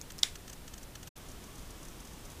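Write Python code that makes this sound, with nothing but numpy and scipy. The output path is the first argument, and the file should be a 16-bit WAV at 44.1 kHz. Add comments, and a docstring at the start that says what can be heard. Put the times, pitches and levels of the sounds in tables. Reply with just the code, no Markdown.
"""Steady hiss, low room noise and faint ticks, probably a lens's focus drive, sound in a small kitchen.
A steel gripping tool bites on a bottle cap: its teeth shift with tiny scrapes, then slip with one sharp
click, as impulses excite the modes of cap, jaws and arms and the room reverberates briefly.
After a moment of silence the scene moves from the table to the window: thinner ticks, the same quiet."""
import sys
import numpy as np
from scipy import signal
from scipy.fft import rfft, irfft
from scipy.io import wavfile

SR = 44100
rng = np.random.default_rng(int(sys.argv[2]) if len(sys.argv) > 2 else 0)


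def unload_audio(sound):
    """Save the sound as a 16-bit wav file, at the path given as the first command line argument."""
    columns = np.transpose(np.atleast_2d(sound))
    # keep every value between -1 and 1, then stretch to whole-number steps
    steps = np.round(np.clip(columns, -1, 1) * 32767)
    wavfile.write(sys.argv[1], SR, steps.astype(np.int16))


N = 105840

# Slips of the jaws on the cap: t/s, level/dB, high-pass corner f/Hz
JAW_SLIPS = [(.2302, -9, 5560), (.2309, -20.5, 5000), (.23255, -2, 2380), (.23322, -16, 970)]
PAUSE_START_S, PAUSE_END_S = 1.092, 1.155  # silence between table and window


def from_db(db):
    """Amplitude ratio: a factor of ten for every 20 dB."""
    return 10 ** (np.asarray(db) / 20)


def rms_one(x):
    """Normalisation to unit mean power."""
    return x / np.sqrt(np.mean(x ** 2) + 1e-20)


def seconds():
    """Uniform sampling: t/s of every sample."""
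    return np.arange(N) / SR


def impulses(times, levels_db):
    """Ideal impacts: one sample each, hence a flat spectrum."""
    out = np.zeros(N)
    samples = np.round(np.asarray(times) * SR).astype(int)
    np.add.at(out, np.clip(samples, 0, N - 1), from_db(levels_db))
    return out


def ring(force, modes):
    """Modal superposition: each mode is a damped oscillator, opposite in sign to its neighbours."""
    out = np.zeros(N)
    for k, (hz, db, t60) in enumerate(modes):
        radius, angle = from_db(-60 / (t60 * SR)), 2 * np.pi * hz / SR
        feedback = [2, -4 * radius * np.cos(angle), 2 * radius ** 2]
        out += (-1) ** k * from_db(db) * signal.lfilter([1, 0, -1], feedback, force + 1e-18)
    return out


def noise(spectrum):
    """Spectral shaping: white noise takes the given colour, at unit rms."""
    hz, db = np.transpose(spectrum)
    bins_hz = np.maximum(np.arange(N // 2 + 1) * SR / N, 1)
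    gain = from_db(np.interp(np.log(bins_hz), np.log(hz), db)) * (bins_hz > 10)
    return rms_one(irfft(rfft(rng.standard_normal(N)) * gain, N))


def slip_decay(t60_s, delay_s=0):
    """Incoherent addition: each slip's exponential decay, relative to the strongest, adds in power."""
    top_db = max(db for _, db, _ in JAW_SLIPS)
    power = 0
    for start, db, _ in JAW_SLIPS:
        age = seconds() - start - delay_s
        decay_db = 60 * np.clip(age / t60_s, 0, 3)
        power += (age > 0) * from_db(db - top_db - decay_db) ** 2
    return np.sqrt(power)


def background():
    """Stationary broadband noise in each place; at the window a faint pure tone joins it."""
    # Room noise and hiss at the table and at the window: f/Hz, relative spectral level/dB
    table_air = [(20, 4), (40, 1.5), (100, -4), (250, -10.5), (525, -16), (1100, -20.5), (2000, -23.5),
                 (3400, -25), (4800, -26.5), (8000, -27.5), (11000, -29), (15000, -31.5)]
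    window_air = [(20, 3), (43, -0.5), (80, -4.5), (180, -9.5), (300, -11.5), (500, -17.5), (1100, -21),
                  (1900, -25.5), (2700, -25.5), (3400, -24.5), (4300, -28.5), (5600, -26.5), (8000, -28.5),
                  (11500, -32), (15000, -32.5)]
    table = from_db(-48.5) * noise(table_air)
    window = from_db(-47.5) * noise(window_air)
    whine = from_db(-73) * np.sqrt(2) * np.sin(2 * np.pi * 1129 * seconds())
    return np.where(seconds() < PAUSE_START_S, table, window + whine)


def focus_ticks():
    """Impact excitation: each move of the drive is five rebounding steps and a tap as the lens settles."""
    # Moves of the drive: centre t/s, tick level/dB, low knock level/dB
    moves = [(0.1054, -36, -37.5), (.1945, -37.5, -50), (0.3572, -35, -37), (0.4806, -37.5, -40.5),
             (.4995, -35, -43.5), (.532, -34.5, -43.5), (0.6804, -37.5, -41.5), (.74, -35.5, -41),
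             (0.7811, -37, -45), (0.8326, -37.5, -54), (0.956, -36, -37), (1.0314, -37.5, -41.5),
             (1.0748, -37, -42.5), (1.167, -42.5, -57), (1.289, -40.5, -61), (1.3016, -44, -62),
             (1.3172, -41, -65), (1.4422, -39, -62), (1.5566, -40.5, -62), (1.583, -41.5, -65),
             (1.595, -43.5, -65), (1.7078, -38.5, -65), (1.8315, -39.5, -67), (1.8534, -39.5, -67),
             (1.8858, -39.5, -65), (2.0052, -40, -65), (2.0534, -40.5, -67), (2.075, -41.5, -65),
             (2.135, -42.5, -62), (2.2554, -39.5, -65), (2.303, -41, -65), (2.3196, -42, -65)]
    # Modes of the drive focused near, focused far, and of its knock: f/Hz, level/dB, T60/s
    near_modes = [(5800, 0.5, 0.0016), (7500, -1, 0.0019), (8300, -3.5, 0.0023)]
    far_modes = [(6030, -1.5, 0.0021), (8900, -4.5, 0.0019), (10200, -4.5, 0.0017)]
    knock_modes = [(1290, -12.5, 0.0075), (1700, -7, 0.0053), (3150, 1.5, 0.0019), (4360, -4, 0.0041)]
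    step_s, jitter_s, rebound_s, rebound_db = .0023, .00015, .00064, 1.5
    centre, tick_db, knock_db = np.transpose(moves)[:, :, None]
    step = np.arange(-2, 3)
    times = centre + step * step_s + jitter_s * rng.standard_normal((len(centre), len(step)))
    taper_db = -14.5 * (step / 2) ** 2  # the middle step is strongest
    half_gap = rebound_s * rng.uniform(.9, 1.1, times.shape) / 2
    push, knock = (impulses(times - half_gap, db) + impulses(times + half_gap, db + rebound_db)
                   for db in (tick_db + taper_db, knock_db + taper_db))
    settle_s = .0065 + .001 * rng.standard_normal(centre.shape)
    push += impulses(centre + settle_s, tick_db - 3.5)
    near = seconds() < PAUSE_START_S
    low_pass = signal.butter(8, 8600, fs=SR, output="sos")
    body = signal.sosfilt(low_pass, ring(push * near, near_modes) + ring(knock, knock_modes))
    bright_edge = from_db(-2) * np.diff(push * near, prepend=0)
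    return body + bright_edge + ring(push * ~near, far_modes)


def scrapes():
    """Friction noise: a narrow band plus broadband grit, with sudden onset and Gaussian decay."""
    # Scrapes of teeth on the cap and of handling: t/s, level/dB, f/Hz, decay time/s, relative grit/dB
    shifts = [(0.0141, -36, 6360, 0.0019, -3.5), (0.0217, -45, 6640, 0.0017, -9),
              (0.1197, -46, 7300, 0.0027, 1), (0.1822, -47, 6450, 0.0024, 5),
              (0.1883, -38, 5340, .0028, -9), (1.079, -48.5, 12000, 0.0013, 4),
              (1.1775, -49, 11700, 0.0018, 0), (1.182, -53, 11000, 0.0027, -1)]
    bandwidth_hz = 420
    out = np.zeros(N)
    for start, db, hz, decay_s, grit_db in shifts:
        grit = rng.standard_normal(N)
        band = rms_one(signal.lfilter(*signal.iirpeak(hz, hz / bandwidth_hz, fs=SR), grit))
        age = np.maximum(seconds() - start, 0) / decay_s
        envelope = (age > 0) * np.exp(-np.minimum(age ** 2, 20))
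        out += from_db(db) * (band + from_db(grit_db) * grit) * envelope
    return out


def kitchen_reverb():
    """Diffuse field: dense reflections of the click merge into exponentially decaying noise."""
    # Spectrum of the reflections: f/Hz, relative level/dB
    room_colour = [(300, -17), (800, -11), (1300, -10), (2100, 1), (2700, -4.5), (3450, 2), (4400, -5),
                   (5400, -0.5), (6400, -5), (7600, -1.5), (8800, -9), (10000, -6.5), (12000, -19),
                   (15000, -20)]
    return from_db(-37) * noise(room_colour) * slip_decay(t60_s=.23, delay_s=.001)


def cap_click():
    """Stick-slip excitation: the hand damps the cap at once, while the steel arms ring a little longer."""
    # Modes of cap and jaws: f/Hz, level/dB, T60/s
    cap_modes = [(818, -26, 0.027), (2086, -19.5, .018), (2690, -38, 0.011), (3512, -0.5, 0.0064),
                 (3890, -1.5, .0025), (5120, -6.5, 0.0056), (7130, -15, .007), (7650, -18.5, 0.01),
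                 (9780, -32.5, 0.011)]
    # Modes of the arms: f/Hz, level/dB
    arm_modes = [(3450, -45), (4862, -55.5), (5252, -40.5), (5564, -51), (6686, -57.5), (6961, -42),
                 (9845, -55)]
    # Dry crack of steel skidding on the cap: f/Hz, relative level/dB
    crack_colour = [(500, -7), (1500, -4), (3000, -2), (6000, -1.5), (9000, -7), (12500, -14), (15000, -6)]
    arm_t60_s = .13
    force = np.zeros(N)
    for start, db, corner_hz in JAW_SLIPS:
        high_pass = signal.butter(2, corner_hz, "high", fs=SR, output="sos")
        force += signal.sosfilt(high_pass, impulses([start], [db]))
    arms = ring(force, [(hz, db, arm_t60_s) for hz, db in arm_modes])
    crack = from_db(-26.5) * noise(crack_colour) * slip_decay(t60_s=.019)
    return ring(force, cap_modes) + arms + crack


def scene():
    """Linear superposition of all sources, the same in both ears."""
    mono = cap_click() + kitchen_reverb() + scrapes() + focus_ticks() + background()
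    return np.array([mono, mono])


def record(dry):
    """Gating and band limiting: linear fades frame the pause, and a low-pass cuts the highest treble."""
    fade_s, cutoff_hz = .0078, 15300
    t = seconds()
    gate = np.clip(np.maximum(PAUSE_START_S - t, t - PAUSE_END_S) / fade_s, 0, 1)
    low_pass = signal.firwin(601, cutoff_hz, fs=SR, window=("kaiser", 8))
    return signal.fftconvolve(dry * gate, low_pass[None], mode="same", axes=1)


dry = scene()
out = record(dry)
unload_audio(out)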